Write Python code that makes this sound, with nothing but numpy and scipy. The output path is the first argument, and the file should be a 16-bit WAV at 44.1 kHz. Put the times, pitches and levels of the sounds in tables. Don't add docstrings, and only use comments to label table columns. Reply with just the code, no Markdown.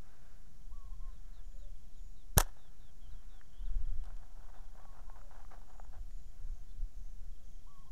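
import sys
import numpy as np
from scipy import signal
from scipy.fft import rfft, irfft
from scipy.io import wavfile
from scipy.ndimage import uniform_filter1d

SR = 44100
rng = np.random.default_rng(int(sys.argv[2]) if len(sys.argv) > 2 else 0)


def wav_record(signal):
    frames = np.transpose(np.atleast_2d(signal))
    bounded = np.clip(frames, -1, 1)
    quanta = np.round(bounded * 32767).astype(np.int16)
    wavfile.write(sys.argv[1], SR, quanta)


N = 348831
TIME = np.arange(N) / SR
TOP_HZ = 15700

# (time [s], frequency [Hz], T60
# [s], level [dB])
SHOVE_MODES = [(2.3696, 152.5, 0.036, -18.5), (2.3736, 72.4, 0.031, -10.5), (2.4076, 22.57, .15, -22.5)]
# (time [s], level [dB], length [s])
WHIP_CRACK = (2.3803, -18, 0.0022)


def undb(db):
    return 10 ** (np.asarray(db) / 20)


def unit(x):
    return x / np.sqrt(np.mean(x ** 2))


def noise():
    return rng.standard_normal(N)


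def curve(rows):
    return undb(np.interp(TIME, *np.transpose(rows)))


def clock(length):
    return np.arange(int(length * SR)) / SR


def add(out, start, sound):
    i = max(int(start * SR), 0)
    out[i:i + len(sound)] += sound[:max(N - i, 0)]


def colour(x, points, size=16384):
    hz, db = np.transpose(points)
    bin_hz = np.arange(size // 2 + 1) * SR / size
    log_gain = np.log(undb(np.interp(np.log(bin_hz + 1), np.log(hz), db)))
    cepstrum = irfft(log_gain)[:size // 2]
    cepstrum[1:] *= 2
    response = irfft(np.exp(rfft(cepstrum, size)))
    return signal.fftconvolve(x, response / np.linalg.norm(response))[:N]


def walk(rate):
    k = int(SR / rate)
    steps = np.repeat(rng.standard_normal(N // k + 1), k)
    return unit(uniform_filter1d(steps, k)[:N])


def ring(hz, t60):
    t = clock(.5)
    return np.sin(2 * np.pi * hz * t) * np.exp(-np.log(1000) * t / t60)


def tone(hz):
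    return np.sqrt(2) * np.sin(2 * np.pi * np.cumsum(hz) / SR)


def swell(t, edge=0.19):
    return signal.windows.tukey(len(t), edge)


def swells(rows, rise_s, fall_s):
    power = np.zeros(N)
    for start, length, db in rows:
        early = (start - TIME).clip(0)
        late = (TIME - start - length).clip(0)
        fade = (early / rise_s) ** 2 / 2 + late / fall_s
        power += (undb(db) * np.exp(-fade.clip(0, 20))) ** 2
    return np.sqrt(power)


def narrow(x, hz, width_hz):
    return unit(signal.lfilter(*signal.iirpeak(hz, hz / width_hz, SR), x))


def wind(rumble_db=2.0, eddy_db=2.0):
    # (time [s], level [dB])
    breeze_levels = [(0, -55.5), (.55, -54), (.85, -45), (1.75, -45.5), (2.15, -50), (2.9, -52),
                     (4.2, -48.5), (5.4, -50.5), (6.4, -45), (7.2, -46), (7.9, -49)]
    # (start [s], length [s], level [dB])
    gust_rows = [(.87, 0.24, -43.5), (3.05, 0.09, -44.5), (3.63, .12, -36), (3.76, 0.24, -32.5),
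                 (4.06, .1, -43.5), (5.985, 0.027, -38.5), (6.44, .07, -35.5), (6.8, 0.041, -38.5),
                 (6.97, 0.076, -41.5)]
    # (frequency [Hz], relative level [dB])
    wind_spectrum = [(6, -3.5), (14, 4.5), (24, 4), (40, -6.5), (80, -21.5), (160, -38.5), (300, -58),
                     (900, -90.5)]
    # (frequency [Hz], relative level [dB])
    air_spectrum = [(170, 0.5), (270, -10.5), (750, -18), (1600, -21.5), (2400, -25), (5100, -24.5),
                    (5550, -20.5), (5900, -22.5), (6250, -21.5), (6700, -23), (7100, -20.5), (7600, -27.5),
                    (14000, -29.5), (16000, -35)]
    breeze = curve(breeze_levels) * undb(eddy_db * walk(11))
    gusts = swells(gust_rows, rise_s=0.026, fall_s=0.043)
    draught_db, draught_width_s = -30, .025
    draught = undb(draught_db) * np.exp(-((TIME - WHIP_CRACK[0]) / draught_width_s) ** 2)
    flow = np.hypot(breeze, gusts) + draught * (TIME > SHOVE_MODES[0][0])
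    rumble = unit(colour(noise(), wind_spectrum)) * flow * undb(rumble_db)
    hiss_level_db = -66.5 + 0.2602 * walk(3)
    hiss = undb(hiss_level_db) * colour(noise(), air_spectrum)
    return rumble + hiss


def drone():
    # (centre [Hz], width of each resonance [Hz], level [dB])
    drone_band = (695, 50, -83)
    hz, width_hz, db = drone_band
    return undb(db) * narrow(narrow(noise(), hz, width_hz), hz, width_hz)


def insects(stroke_hz=138):
    # (start [s], end [s], centre [Hz], width of each resonance [Hz], level [dB])
    rasp_rows = [(1.42, 1.668, 6920, 250, -80), (1.92, 2.166, 6860, 246, -80),
                 (5.17, 5.272, 6920, 352.8, -83), (5.279, 5.57, 6050, 250.7, -87),
                 (5.66, 5.88, 6900, 249.3, -80), (6.079, 6.326, 6910, 250.5, -80.5),
                 (6.415, 6.654, 6430, 700, -81), (6.925, 7.138, 6400, 803, -81),
                 (7.421, 7.596, 6380, 702, -79.5)]
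    out = np.zeros(N)
    for start, end, hz, width_hz, db in rasp_rows:
        t = clock(end - start)
        strokes = np.sin(np.pi * stroke_hz * t) ** 2
        wing = narrow(narrow(rng.standard_normal(len(t)), hz, width_hz), hz, width_hz)
        add(out, start, undb(db) * swell(t, edge=.3) * unit(wing * strokes))
    return out


def whistle(length, top_hz, scoop_hz):
    t = clock(length)
    scoop = scoop_hz * np.exp(-(t / 0.01815) ** 2)
    sag = 450 * t ** 2 / length
    drop = 110 * np.exp((t - length) / .012)
    return swell(t, edge=0.21) * tone(top_hz - scoop - sag - drop)


def far_birds():
    # (start [s], level [dB])
    phrase_rows = [(.705, -69), (4.772, -68), (7.655, -67)]
    # (time from its start [s], length [s], pitch ceiling [Hz], scoop [Hz], level [dB])
    whistle_rows = [(.002, .14, 1156, 340, -1), (0.126, .058, 1130, 90, -3.5),
                    (0.193, .05, 1120, 300, -3.5), (0.286, .135, 1090, 220, -3)]
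    # (start [s], length [s], reference pitch [Hz], level [dB])
    coo_rows = [(1.539, 0.055, 592, -74.5), (1.61, 0.084, 614, -71), (3.32, 0.076, 812, -76.5),
                (5.212, 0.0791, 614, -69), (7.409, 0.049, 570, -78)]
    out = np.zeros(N)
    for start, call_db in phrase_rows:
        for s, length, top_hz, scoop_hz, db in whistle_rows:
            add(out, start + s, undb(call_db + db) * whistle(length, top_hz, scoop_hz))
    for start, length, coo_hz, coo_db in coo_rows:
        t = clock(length)
        arch = 0.89 + 0.065 * np.sin(np.pi * t / length)
        add(out, start, undb(coo_db) * swell(t) * tone(coo_hz * arch))
    return out * undb(1.0 * walk(50))


def reeler(period=.0395, top_hz=3420, bottom_hz=3080):
    # (start [s], end [s], mean chip level [dB])
    reel_rows = [(0.608, 1.25, -82.5), (1.432, 1.99, -81.5), (3.448, 4.03, -79), (4.053, 4.95, -83.5),
                 (5.298, 6.1, -85.5), (6.148, 6.8, -85.5), (7.309, 7.9, -79)]
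    out, t = np.zeros(N), clock(.024)
    for start, end, db in reel_rows:
        for s in np.arange(start, end, period):
            pitch = np.linspace(top_hz, bottom_hz, len(t)) * (1 + 0.012 * rng.standard_normal())
            chip_db = db + 1.2 * rng.standard_normal()
            add(out, s, undb(chip_db) * swell(t, edge=0.98) * tone(pitch))
    return out


def warbler(trill_hz=105, trill_share=.7, trill_per_slur=.3, level_db=-1.0):
    # (start [s], length [s], slur start [Hz], slur end [Hz], level before level_db [dB])
    note_rows = [(1.095, .1, 3900, 3260, -82.5), (1.326, .085, 4030, 3150, -76.5),
                 (1.583, 0.077, 4000, 3300, -78), (1.933, 0.079, 4000, 3250, -81),
                 (2.155, 0.084, 3970, 3150, -77), (2.575, .12, 3763, 3100, -77),
                 (2.789, .125, 3755, 3050, -77), (3.006, 0.0744, 3316, 2965, -75.5),
                 (3.059, .055, 3030, 3440, -79), (3.11, 0.029, 4050, 3350, -75.5),
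                 (3.142, 0.084, 3300, 3028, -80), (3.286, .128, 3690, 3030, -76.5),
                 (3.518, 0.096, 3110, 3680, -75.5), (3.581, .07, 3016, 3270, -76.5),
                 (3.649, .04, 3827, 3050, -73), (4.546, .05, 3540, 3600, -79.5),
                 (6.156, 0.053, 4355, 3870, -83), (6.685, .04, 3480, 3595, -78),
                 (6.691, .038, 4300, 3900, -80)]
    out = np.zeros(N)
    for s, length, start_hz, end_hz, db in note_rows:
        t = clock(length)
        u = t / length
        slur = start_hz + (end_hz - start_hz) * u ** 2.1
        depth_hz = trill_per_slur * abs(end_hz - start_hz)
        fading = np.maximum(1 - (u / trill_share) ** 3, 0)
        trill = depth_hz * fading * np.sin(2 * np.pi * (trill_hz * t + rng.random()))
        add(out, s, undb(db + level_db) * swell(t, edge=0.24) * tone(slur + trill))
    return out


def rustle(flicker_db=2.0):
    # (start [s], length [s], level [dB])
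    brush_rows = [(.11, 0.19, -73.5), (1.08, 0.35, -78.5), (2.6, 0.25, -81), (3.15, 0.22, -76),
                  (3.65, 0.42, -77), (6.4, .1, -82)]
    # (frequency [Hz], relative level [dB])
    rustle_spectrum = [(200, -8.5), (480, -2), (760, -2), (1100, -3), (1550, -.5), (2100, -10.5),
                       (4000, -18.5), (8000, -31), (15000, -42.5)]
    grass_db = -90
    level = undb(grass_db) + swells(brush_rows, rise_s=.08, fall_s=.14)
    return colour(noise() * level * undb(flicker_db * walk(40)), rustle_spectrum)


def grip(grain_db=2.5, patchy_db=1.0, slips_per_s=4000):
    # (start [s], length [s], level [dB])
    hold_row = (4.05, 1.9, -73)
    # (start [s], length [s], level [dB])
    stroke_rows = [(4.077, 0.029, -67.5), (4.212, 0.031, -68), (4.374, .12, -68.5), (4.547, 0.074, -65),
                   (4.782, 0.055, -63.5), (4.94, 0.072, -65.5), (5.176, .035, -65), (5.324, 0.087, -62.5),
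                   (5.518, 0.033, -59.5), (5.691, 0.0613, -67.5), (5.942, 0.032, -64.5)]
    # (frequency [Hz], relative level [dB])
    rub_spectrum = [(200, -12.5), (480, -7), (760, 3), (1100, -3.5), (1550, -5), (2100, -19), (4000, -26.5),
                    (8000, -35), (15000, -38.5)]
    slips = (rng.random(N) < slips_per_s / SR) * noise() * undb(grain_db * walk(300))
    pressure = swells([hold_row] + stroke_rows, rise_s=0.013, fall_s=0.017)
    pressure = pressure * undb(patchy_db * walk(60))
    return colour(unit(slips) * pressure, rub_spectrum)


def creaks(overtone=1.564, overtone_db=-6):
    # (time [s], level [dB], pitch [Hz], tick level relative to the ring [dB])
    creak_rows = [(3.413, -45.5, 1756, -35), (4.039, -58, 900, -2), (4.055, -63, 1508, 4.5),
                  (4.167, -60, 1402, -3.5), (4.754, -51, 721, -28.5), (4.853, -47, 810, -27),
                  (5.0987, -43.5, 884, -36), (5.1589, -47.5, 935, -26), (5.2155, -49.5, 1350, -25.5),
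                  (5.311, -48.5, 990, -28), (5.449, -48, 1193, -28), (5.518, -47.5, 1204, -27),
                  (5.537, -50, 985, -26), (5.577, -49.5, 745.4, -28), (5.616, -52, 890, -18),
                  (5.798, -40, 787, -34), (5.8487, -50.5, 885, -28.5), (6.109, -56, 1900, -11)]
    rings, ticks, t = np.zeros(N), np.zeros(N), clock(.012)
    for s, db, hz, tick_db in creak_rows:
        t60 = 13 / hz
        partials = ring(hz, t60) + undb(overtone_db) * ring(overtone * hz, t60 / 2)
        add(rings, s, undb(db) * partials)
        burst = rng.standard_normal(len(t)) * np.exp(-t / 0.0027)
        add(ticks, s, undb(db + tick_db) * burst)
    skin = signal.butter(3, [450, 2100], "band", fs=SR, output="sos")
    rings = signal.sosfilt(skin, rings)
    return rings + colour(ticks, [(800, 5), (4000, 8), (9000, 2), (12000, -9)])


def field(x, wet_db, t60, damp_hz):
    t = clock(t60)
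    scatter = rng.standard_normal(len(t)) ** 3 * np.exp(-np.log(1000) * t / t60)
    band = signal.butter(2, [400, damp_hz], "band", fs=SR, output="sos")
    reflected = signal.fftconvolve(x, scatter / np.linalg.norm(scatter))[:N]
    return undb(wet_db) * signal.sosfilt(band, reflected)


def banks(shot):
    # (delay [s], gain applied to the smeared shot [dB])
    echo_rows = [(.078, -29), (0.102, -39), (.183, -35.5), (.266, -40.5)]
    smeared = field(shot, wet_db=-2.5, t60=0.057, damp_hz=2500)
    out = np.zeros(N)
    for delay, db in echo_rows:
        add(out, delay, undb(db) * smeared)
    return out


def whip():
    # (frequency [Hz], relative level [dB])
    crack_spectrum = [(600, -11), (2200, -14.5), (2800, -7), (4100, -2.5), (4950, -15), (5600, 3),
                      (6600, 3.5), (7100, -8.5), (8400, -8), (9600, 8.5), (11400, -13.5), (12700, 5.5),
                      (14200, -8), (15800, -27.5)]
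    s, db, length = WHIP_CRACK
    out, t = np.zeros(N), clock(length)
    sweep = tone(np.linspace(0, TOP_HZ, len(t)))
    add(out, s, undb(db) * swell(t, edge=.1) * sweep)
    return colour(out, crack_spectrum)


def slingshot(flutter_db=6.0):
    # (time [s], level [dB], rise [s], fall [s])
    flap_rows = [(2.3772, -36.5, 0.0033, 0.0048), (2.3806, -28.5, 0.0017, 0.0033),
                 (2.3943, -40, 0.0048, .006), (2.4037, -29.5, .0025, .004), (2.4074, -31.5, 0.0013, .0025),
                 (2.421, -46, .004, 0.00699)]
    # (time [s], thud level [dB], sharp tick level [dB])
    slap_rows = [(2.38, -16.5, -21.5), (2.3847, -19, -28), (2.4014, -35.5, -14.5), (2.4042, -32.5, -13),
                 (2.4064, -31.5, -8.5), (2.4158, -42.5, -28.5), (2.419, -36.5, -34), (2.4815, -61.5, -43.5)]
    # (frequency [Hz], T60 [s], level [dB])
    pouch_modes = [(548.76, 0.0214, -4.5), (761.2, 0.052, -7.5), (966, 0.01853, -5), (1388.4, 0.016, -11),
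                   (1700, 0.014, -11)]
    # (frequency [Hz], relative level [dB])
    rubber_spectrum = [(120, -5), (330, -5), (800, -2), (1050, 1), (1650, 5), (2350, -11.5), (3200, -5.5),
                       (4800, -11.5), (5600, -4), (7800, -9), (9800, -8), (11100, -18), (12900, -7.5),
                       (15500, -25.5)]
    body, ticks, power = np.zeros(N), np.zeros(N), np.zeros(N)
    for k, (s, hz, t60, db) in enumerate(SHOVE_MODES):
        sign = 1 if k else -1
        add(body, s, sign * undb(db) * ring(hz, t60))
    thud = sum((-1) ** k * undb(db) * ring(hz, t60) for k, (hz, t60, db) in enumerate(pouch_modes))
    for s, thud_db, tick_db in slap_rows:
        add(body, s, undb(thud_db) * thud)
        add(ticks, s, undb([tick_db]))
    for s, db, rise, fall in flap_rows:
        age = TIME - s
        fade = np.where(age < 0, (age / rise) ** 2 / 2, age / fall)
        power += (undb(db) * np.exp(-fade.clip(0, 20))) ** 2
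    flapping = np.sqrt(power) * noise() * undb(flutter_db * walk(900))
    return body + colour(flapping + ticks, rubber_spectrum) + whip()


def scene():
    shot = slingshot()
    wildlife = warbler() + reeler() + far_birds() + insects()
    shot_tail = field(shot, wet_db=-26, t60=0.39, damp_hz=4500)
    wildlife_tail = field(wildlife, wet_db=-11.5, t60=0.3005, damp_hz=7000)
    echoes = banks(shot) + shot_tail + wildlife_tail
    hand = grip() + creaks()
    return (shot + hand + rustle() + wildlife + echoes + drone() + wind())[None]


def record(dry, offset=-0.01294):
    low_pass = signal.ellip(10, .2, 80, TOP_HZ, fs=SR, output="sos")
    return signal.sosfilt(low_pass, dry) + offset


dry = scene()
out = record(dry)
wav_record(out)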